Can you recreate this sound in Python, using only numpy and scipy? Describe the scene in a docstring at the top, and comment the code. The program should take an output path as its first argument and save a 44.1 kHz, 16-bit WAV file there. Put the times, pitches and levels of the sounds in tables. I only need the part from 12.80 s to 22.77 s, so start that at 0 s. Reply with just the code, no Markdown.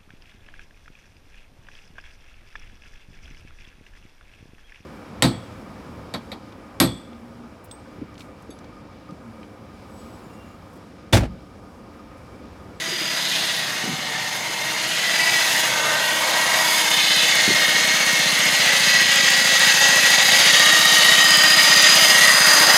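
"""House yard: a small four-stroke mower with a chain-driven cutting reel passes a wall, turns and rolls up
to the microphone. Pulses in pipe resonances make the exhaust thump; noise bursts make the valve tick.
Chain-tooth strikes excite the frame, panels, deck and reel; shaped noise is the hiss of cut grass.
Hum and drone follow the engine, a few low decaying knocks land close by, and a soft yard rumble lies under all.
"""
import sys
import numpy as np
from scipy import signal
from scipy.fft import rfft, irfft, next_fast_len
from scipy.io import wavfile
from scipy.ndimage import uniform_filter1d, minimum_filter1d, map_coordinates

SR = 44100
rng = np.random.default_rng(int(sys.argv[2]) if len(sys.argv) > 2 else 0)


def dump_mix(stems):
    """Bounce the given channels to the path in sys.argv[1] as a 16-bit WAV at rate SR."""
    frames = np.atleast_2d(stems).T  # one column per channel
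    limited = np.clip(frames, -1, 1)  # hard clip at full scale
    pcm = np.round(limited * 32767).astype(np.int16)
    wavfile.write(sys.argv[1], SR, pcm)


N = 439677
T = np.arange(N) / SR

# Engine speed: t/s, firing rate f/Hz
ENGINE_SPEED = [(0.0, 16.507), (0.6, 16.436), (1.01, 15.278), (1.49, 15.084), (2.0, 15.75), (2.2, 16.4),
                (2.55, 16.3), (2.9, 15.7), (3.1, 15.3), (3.4, 15.9), (3.75, 15.95), (4.0, 15.6),
                (4.21, 15.3), (4.5, 15.881), (4.73, 15.116), (5.17, 15.845), (6.26, 13.755), (7.41, 13.719),
                (7.96, 15.635), (8.62, 15.325), (9.44, 15.724), (9.77, 14.874), (10.0, 15.138)]
# Path of the mower: t/s, rattle level/dB, clatter level/dB and grass level/dB (both against the rattle)
MOWER_PATH = [(0, -28, -11, -14), (.6, -23.5, -11.5, -12), (1.15, -28, -8, -15), (1.9, -26, -8.5, -11),
              (2.2, -21, -12.5, -15), (2.5, -20, -10.5, -11.5), (2.75, -20, -10.5, -8.5),
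              (3, -22, -5.5, -13.5), (3.3, -22, -6, -10), (3.7, -21, -4.5, -10), (3.9, -19.5, -8, -8.5),
              (4.1, -19, -10.5, -10.5), (4.35, -17, -13, -15), (5.3, -18.5, -11.5, -13),
              (5.95, -16.5, -13.5, -14.5), (6.13, -15, -15.5, -16), (6.35, -16.5, -14, -16),
              (6.8, -15, -14, -14), (7.4, -15, -11.5, -14.5), (7.7, -12.5, -14, -14), (8, -14, -13, -14),
              (8.7, -14.5, -12.5, -13), (9.05, -12.5, -13, -13), (9.5, -15, -9, -9.5), (9.97, -15, -6, -10)]
FIRST_CYCLE = .93  # part of a cycle already run at time zero
TEETH = 20  # chain teeth engaged in one engine cycle


def mower():
    """One engine cycle clocks the exhaust, valve and chain; the chain shakes the metal and stirs the grass."""
    speed_hz = columns(ENGINE_SPEED)[0]
    cycle = FIRST_CYCLE + np.cumsum(speed_hz) / SR
    tooth_hz = TEETH * speed_hz
    rattle_db, clatter_db, grass_db = columns(MOWER_PATH)
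    drive = chain(cycle, surge=.08, slack=.06, grit=1.86)
    metal = thin(frame_rattle(drive, tooth_hz) + reel_ring(drive, tooth_hz), hz=118)
    shaken = lash(cycle) * (metal + amp(clatter_db) * deck_clatter(drive))
    moving = amp(rattle_db) * (shaken + amp(grass_db) * cut_grass(drive))
    return moving + hum(cycle) + drone(cycle) + engine(cycle)


TURN_S = 3.0, 5.3  # the mower swings round until its exhaust faces the microphone
THUMP_DB, ECHO_DB = (-45.5, -36.5), (-56, -56)  # exhaust and its echoes: facing away, facing


def engine(cycle):
    """Exhaust and intake breathe half a cycle apart; the direct sound, its echoes and a valve tick add up."""
    thump_db, echo_db = np.interp(T, TURN_S, THUMP_DB), np.interp(T, TURN_S, ECHO_DB)
    breathing = exhaust_and_intake(cycle)
    return amp(thump_db) * breathing + amp(echo_db) * yard_echoes(breathing, t60=0.6) + valve_tick(cycle)


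# Exhaust pipe modes: f/Hz, width/Hz, level/dB
PIPE_MODES = [(167, 58, 6), (243, 210, -1.5)]


def exhaust_and_intake(cycle):
    """Firing pulses ring the pipe with alternating mode signs; a weaker intake gulp rings half a cycle on."""
    firing = beats(cycle + .085, spread_db=1.5)
    gulp = beats(cycle + .585 + .015 * np.tanh(wander(hz=20)), spread_db=3.2)
    modes = [(-1) ** k * amp(db) * ringing(firing, hz, width) for k, (hz, width, db) in enumerate(PIPE_MODES)]
    breathing = evened(sum(modes)) + amp(-8.5 + 1.5 * wander(hz=1.1)) * ringing(gulp, 233, 42)
    return evened(thin(breathing, hz=107))  # a small pipe has no deep bass


# Valve tick spectrum: f/Hz, relative level/dB
TICK_SPECTRUM = [(400, -30), (700, 11), (1500, -20), (6000, -6), (9000, 6), (11500, 0), (12700, -2),
                 (13900, 5), (15200, -4), (17000, -22)]
# The valve cover comes into view: hidden, in view, at the end of the approach
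VALVE_S, TICK_DB = (3.4, 4.2), (-58, -41, -33.5)


def valve_tick(cycle):
    """A dry noise burst of a millisecond or so, just behind each exhaust pulse."""
    tick_db = np.interp(T, (*VALVE_S, T[-1]), TICK_DB)
    snap = rng.standard_normal(300) * np.exp(-np.arange(300) / (0.0013 * SR))
    ticks = signal.oaconvolve(beats(cycle + .075, spread_db=3.4), snap)[:N]
    return amp(tick_db) * colour(ticks, TICK_SPECTRUM)


def yard_echoes(x, t60):
    """Wall and ground echoes: sparse decaying taps of random sign, the same for every beat, cut at 0.2 s."""
    t = np.arange(SR // 5) / SR
    signs = rng.choice([-1., 1.], len(t))
    present = rng.random(len(t)) < 600 / SR  # about 600 taps per second
    return evened(signal.oaconvolve(x, signs * present * amp(-60 * t / t60))[:N])


def chain(cycle, surge, slack, grit):
    """Teeth strike the chain a little off the beat, over the scrape of rollers and blades."""
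    turned = TEETH * cycle + surge * np.sin(2 * np.pi * cycle)  # the crank speeds up on each power stroke
    teeth = beats(turned + slack * wander(hz=61.7), spread_db=3.2)
    jangle = rng.standard_normal(400) * np.exp(-np.arange(400) / (0.0013 * SR))  # each strike shakes a few links
    strikes = evened(signal.oaconvolve(teeth, jangle)[:N])
    return (strikes + grit * rng.standard_normal(N)) * amp(0.5 * wander(hz=18.0))


LASH_S, LASH_DB = (4.3, 9), (2, 3)  # the gap is deeper close by; its depth varies


def lash(cycle):
    """The slack of the chain hushes all it shakes for a moment before the power stroke."""
    gap = np.exp(6 * (np.cos(2 * np.pi * (cycle + .19 + .04 * wander(hz=15))) - 1))
    depth_db = np.interp(T, LASH_S, LASH_DB) * np.maximum(1 + 0.35 * wander(hz=15), 0)
    return amp(-depth_db * gap)


# Rattle spectrum: f/Hz, relative level/dB
RATTLE_SPECTRUM = [(530, -22), (900, -25.5), (1720, -1.5), (1910, 4), (2360, -1.5), (3120, 0), (4300, -0.5),
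                   (4600, -5), (4910, -2), (5400, -6.5), (6420, -10), (9000, -19.5), (11700, -65),
                   (19800, -120)]


def frame_rattle(drive, tooth_hz):
    """Broad rattle of the steel frame, with its resonant modes and panels on top."""
    broad = bounced(rocked(colour(drive, RATTLE_SPECTRUM), patchy_db=2.08))
    return amp(-0.5) * broad + amp(-7.0) * panels(drive, tooth_hz)


# Close echo while the mower turns: from-to, growing delay in ms, strength halfway through
BOUNCE_S, BOUNCE_MS, BOUNCE_DB = (3.95, 4.65), (2.06, 2.16), -5


def bounced(x):
    """A close echo of opposite sign combs the rattle into even bands that slide down."""
    along = np.clip((T - BOUNCE_S[0]) / (BOUNCE_S[1] - BOUNCE_S[0]), 0, 1)
    share = amp(BOUNCE_DB) * np.sqrt(abs(np.sin(np.pi * along)))
    delay_s = np.interp(T, BOUNCE_S, BOUNCE_MS) / 1000
    late = map_coordinates(x, [(T - delay_s) * SR], order=3)
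    return (x - share * late) / np.sqrt(1 + share ** 2)


# Frame modes that always ring: f/Hz, width/Hz, relative level/dB
FRAME_MODES = [(2170, 210, -18), (3230, 57, -27), (4963, 99, -24), (6360, 740, -13), (8220, 320, -26.5)]
# Panels that ring out while they face the microphone:
# f/Hz, width/Hz, spells of (start t/s, end t/s, relative level/dB)
PANEL_GLINTS = [(473.6, 27, [(3.9, 8.5, -23)]), (753, 65, [(0.94, 1.7, -8.5)]), (855, 165, [(1.2, 2.1, -10),
                (2.3, 4.3, -11.5)]), (590, 41, [(2.7, 4.1, -19)]), (1030, 250, [(3.3, 4.1, -11)]),
                (1480, 80, [(2.85, 3.45, -2.5)]), (1160, 23, [(2.8, 3.3, -8), (7.7, 9.2, -16)]),
                (1170, 280, [(7.66, 10, -12.5)]), (1440, 540, [(9.4, 10.2, -6.5)]),
                (1586, 20, [(1.8, 2.8, -18), (3.4, 3.9, -8), (6, 7.7, -11)]), (1894, 60, [(1.7, 2.75, -18),
                (2.9, 3.95, -5.5), (4.1, 5.6, -11), (5.95, 7.65, -3), (7.65, 9.2, -2), (9.2, 10.4, -1.5)]),
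                (1982, 71, [(2.1, 2.72, -0.5), (9.35, 9.62, 5.5)]), (2080, 110, [(1.1, 2.2, -8),
                (5.3, 6.1, -8)]), (2150, 97, [(3.15, 4.3, -9), (4.4, 5.5, -4)]),
                (2280, 60, [(2.3, 2.7, -5)]), (2680, 45, [(2.9, 3.3, -7)]), (3470, 63, [(3.2, 3.45, 0),
                (3.75, 4.05, -3)]), (4820, 120, [(2.2, 2.65, -6)]), (2620, 61, [(2.2, 2.8, -8),
                (5.9, 6.3, -7), (6.3, 7.6, -9)]), (3004, 140, [(3.9, 4.55, -11), (7.6, 8, -9),
                (7.95, 8.7, -3.5)]), (3135, 69, [(1.9, 2.5, -9), (3.2, 3.9, -10), (4.5, 5.9, -32.5),
                (8.4, 9.55, -7)]), (3800, 1300, [(.35, .92, -0.5), (4.05, 4.55, -2)]),
                (3780, 120, [(6.7, 7.5, -28), (7.5, 8.5, -4)]), (4140, 73, [(5.9, 6.45, -10.5)]),
                (4266, 55, [(4.15, 4.5, -9), (4.5, 5.35, -6), (5.5, 5.95, -9)]),
                (4700, 300, [(7.4, 8.4, -8), (9.55, 10.3, -8)]), (4883, 240, [(0, .5, -1), (3.7, 4.1, -5),
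                (6, 7.6, -10.5), (8.35, 9.4, 1), (9.4, 10.3, 2)]), (6500, 180, [(6, 13, -14.5)]),
                (6160, 210, [(8.7, 10.2, -10)]), (7140, 140, [(6.2, 13, -13)]),
                (8260, 180, [(9.1, 10, -12)]), (9000, 180, [(9.3, 10.2, -15)]),
                (9540, 140, [(9.3, 10.2, -21)])]
GLINT_FADE_S = 0.15  # a panel swings into and out of view
GLINT_HOLD = .6  # steady shaking keeps a panel ringing evenly (0-1)


def panels(drive, tooth_hz):
    """Steady modes drift as the mower rocks; the glints swell and fade."""
    out = np.zeros(N)
    for hz, width, db in FRAME_MODES:
        level = amp(db + 2.5 * wander(hz=2.5))
        out += level * ringing(drive, hz * (1 + .008 * wander(hz=.8)), width)
    for hz, width, spells in PANEL_GLINTS:
        bent_hz = pulled(hz, tooth_hz) * (1 + .005 * wander(hz=5))  # the panel flexes
        for start, end, db in spells:
            part = slice(max(round(start * SR), 0), min(round(end * SR), N))
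            swell = np.clip(np.minimum(T[part] - start, end - T[part]) / GLINT_FADE_S, 0, 1)
            out[part] += amp(db) * swell * ringing(drive[part], bent_hz[part], width, GLINT_HOLD)
    return out


RING_HZ, RING_WIDTH_HZ, RING_DB = 1917, 25, -17  # level against the rattle


def reel_ring(drive, tooth_hz):
    """The reel rings in one narrow mode under the blows of the chain."""
    return amp(RING_DB) * ringing(drive, pulled(RING_HZ, tooth_hz), RING_WIDTH_HZ)


# Low clatter spectrum: f/Hz, relative level/dB
CLATTER_SPECTRUM = [(220, -15), (400, -9), (480, -4), (533, -2), (735, 0.5), (876, -2), (961, -2),
                    (1400, -4.5), (1820, -9), (3080, -120)]


def deck_clatter(drive):
    """The chain shakes a duller, lower clatter out of the deck."""
    return rocked(colour(drive, CLATTER_SPECTRUM), patchy_db=1.5)


# Grass hiss spectrum: f/Hz, relative level/dB
HISS_SPECTRUM = [(3820, -30), (6500, 1), (7790, -4.5), (10800, 0.5), (13600, -7.5), (15200, -9),
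                 (16000, -24)]


def cut_grass(drive):
    """Grass thrown off the reel: bright noise of uneven strength with a little chain in it."""
    spray = rng.standard_normal(N) * amp(1.9 * wander(hz=40))
    return rocked(colour(0.35 * drive + spray, HISS_SPECTRUM), patchy_db=2.5)


# Hum of the chain: t/s, level/dB
CHAIN_HUM = [(0, -64), (1.6, -56), (2.3, -56.5), (3.5, -50), (5.4, -46), (6.2, -56), (7.4, -52), (8, -43),
             (9.4, -46), (9.97, -50)]


def hum(cycle):
    """A wavering tone, one swing for each chain tooth."""
    level = np.sqrt(2) * amp(columns(CHAIN_HUM)[0] + 2.5 * wander(hz=6))
    return level * np.sin(2 * np.pi * (TEETH * cycle + 0.05 * wander(hz=6)))


# Engine block overtones: swings in one cycle -> (level/dB facing away, level/dB facing)
BLOCK_DRONE = {8: (-51, -56), 10: (-48, -57), 12: (-52, -51), 16: (-53, -53)}


def drone(cycle):
    """Low overtones of the engine cycle hum from the block and waver in level and phase."""
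    out = np.zeros(N)
    for swings, db in BLOCK_DRONE.items():
        level = amp(np.interp(T, TURN_S, db) + 2.5 * wander(hz=2))
        out += level * np.sin(2 * np.pi * (swings * cycle + .07 * wander(hz=4)))
    return np.sqrt(2) * out


# Low knocks: t/s, nominal level/dB, f/Hz, t60/s
LOW_KNOCKS = [(0.077, -26, 361, 0.073), (0.121, -25, 357, 0.095), (0.213, -22.5, 312, 0.054),
              (1.038, -17.5, 225, 0.036), (1.053, -19, 340, 0.025), (1.074, -16, 239, .045),
              (1.088, -15, 189, .06), (1.102, -16, 230, 0.036), (1.118, -19, 210, .045),
              (1.13, -16.5, 165, 0.046), (1.187, -21, 242, .025), (4.678, -2, 250, 0.014),
              (4.688, -7, 270, 0.018), (4.7035, -8, 380, 0.028), (4.714, -13, 190, 0.03),
              (4.74, -20, 180, .07)]
KNOCK_UPPER_DB = -10, -20  # the two higher rings


def knocks():
    """Short dull rings with a soft start and two weaker, higher rings."""
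    out, t = np.zeros(N), np.arange(SR // 5) / SR
    for s, db, hz, t60 in LOW_KNOCKS:
        upper = amp(KNOCK_UPPER_DB) @ np.sin(2 * np.pi * np.outer([1.49, 2.26], hz * t))
        tones = np.sin(2 * np.pi * hz * t) + upper
        out[round(s * SR):][:len(t)] += amp(db - 60 * t / t60) * (1 - np.exp(-t / 0.0019)) * tones
    return thin(out, hz=98)


# Yard and engine block rumble spectrum: f/Hz, relative level/dB
RUMBLE_SPECTRUM = [(12, -55), (20, -30), (43, -31), (89, -9), (151, -2.5), (289, -12), (325, 2.5),
                   (405, -9), (450, 0), (580, -18), (990, -120)]
RUMBLE_DB = -47.5


def yard_rumble():
    """Low shaped noise whose level wavers."""
    return amp(RUMBLE_DB + 3.1 * wander(hz=17)) * colour(rng.standard_normal(N), RUMBLE_SPECTRUM)


def amp(db):
    """Decibels to amplitude."""
    return 10 ** (np.asarray(db) / 20)


def evened(x):
    """Scales x to rms 1."""
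    return x / np.sqrt(np.mean(x ** 2) + 1e-20)


def columns(rows):
    """Every column of a curve table after its time column, sample by sample."""
    s, *values = np.transpose(rows)
    return [np.interp(T, s, v) for v in values]


def wander(hz):
    """Slow random drift of about rms 1, up to about hz, drawn at 400 points per second."""
    count = int(N / SR * 400) + 2
    slow = signal.lfilter([1], [1, -np.exp(-2 * np.pi * hz / 400)], rng.standard_normal(count))
    return np.interp(T, np.arange(count) / 400, evened(uniform_filter1d(slow, size=5)))


def colour(x, points):
    """Filters x by the spectrum curve, straight in dB over log frequency, to rms 1."""
    hz, db = np.transpose(points)
    size = next_fast_len(N)
    log_hz = np.log(np.fft.rfftfreq(size, 1 / SR) + 1)
    gain = amp(np.interp(log_hz, np.log(hz), db, left=-90, right=-90))
    return evened(irfft(rfft(x, size) * gain, size)[:N])


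def beats(cycles, spread_db):
    """A click of uneven but bounded size at each whole number of cycles."""
    clicks = np.diff(np.floor(cycles), prepend=np.floor(cycles[0])) > 0
    return clicks * amp(2 * spread_db * np.tanh(wander(hz=59.7) / 2))


def ringing(drive, hz, width, hold=0):
    """A steep-sided mode of rms 1: shifts hz to zero, smooths twice, shifts back; hold (0-1) steadies it."""
    turn = np.exp(2j * np.pi * np.cumsum(hz * np.ones(len(drive))) / SR)
    r = np.exp(-np.pi * width * np.array([1, 2.43]) / SR)
    swing = signal.lfilter([1], np.poly(r), drive * turn.conj())
    level = uniform_filter1d(abs(swing), size=1300) + 1e-12
    return evened((turn * swing / level ** hold).real)


PULL = .9  # how far the nearest multiple of the tooth rate draws a ring towards itself (0-1)
PULL_HZ = 3600  # above this the tooth multiples smear and no longer draw


def pulled(hz, tooth_hz):
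    """A ring leans towards the nearest multiple of the tooth rate."""
    return hz - PULL * (hz < PULL_HZ) * tooth_hz * np.sin(2 * np.pi * hz / tooth_hz) / (2 * np.pi)


def rocked(x, patchy_db):
    """Narrow patches of the spectrum rise and sink as the machine rocks over the ground."""
    z = signal.stft(x, nperseg=1024)[2]
    across = uniform_filter1d(rng.standard_normal(z.shape), size=3, axis=0)
    patches = uniform_filter1d(across, size=14, axis=1)
    return evened(signal.istft(z * amp(patchy_db * evened(patches)), nperseg=1024)[1][:N])


def thin(x, hz):
    """Takes out the bass below hz."""
    return signal.sosfilt(signal.butter(4, hz, "high", fs=SR, output="sos"), x)


def scene():
    """Mower, knocks and rumble, the same in both channels."""
    return np.tile(mower() + knocks() + yard_rumble(), (2, 1))


EDGE_HZ = 15900  # upper band limit


def record(dry):
    """One microphone: a quick limiter holds the peaks under full scale, then the band limit follows."""
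    room_left = np.minimum(1, .95 / (abs(dry) + 1e-9))
    limited = dry * uniform_filter1d(minimum_filter1d(room_left, size=161), size=161)
    lowpass = signal.firwin(1023, EDGE_HZ, window=("kaiser", 9), fs=SR)
    return signal.oaconvolve(limited, lowpass[None], "same")


dry = scene()
out = record(dry)
dump_mix(out)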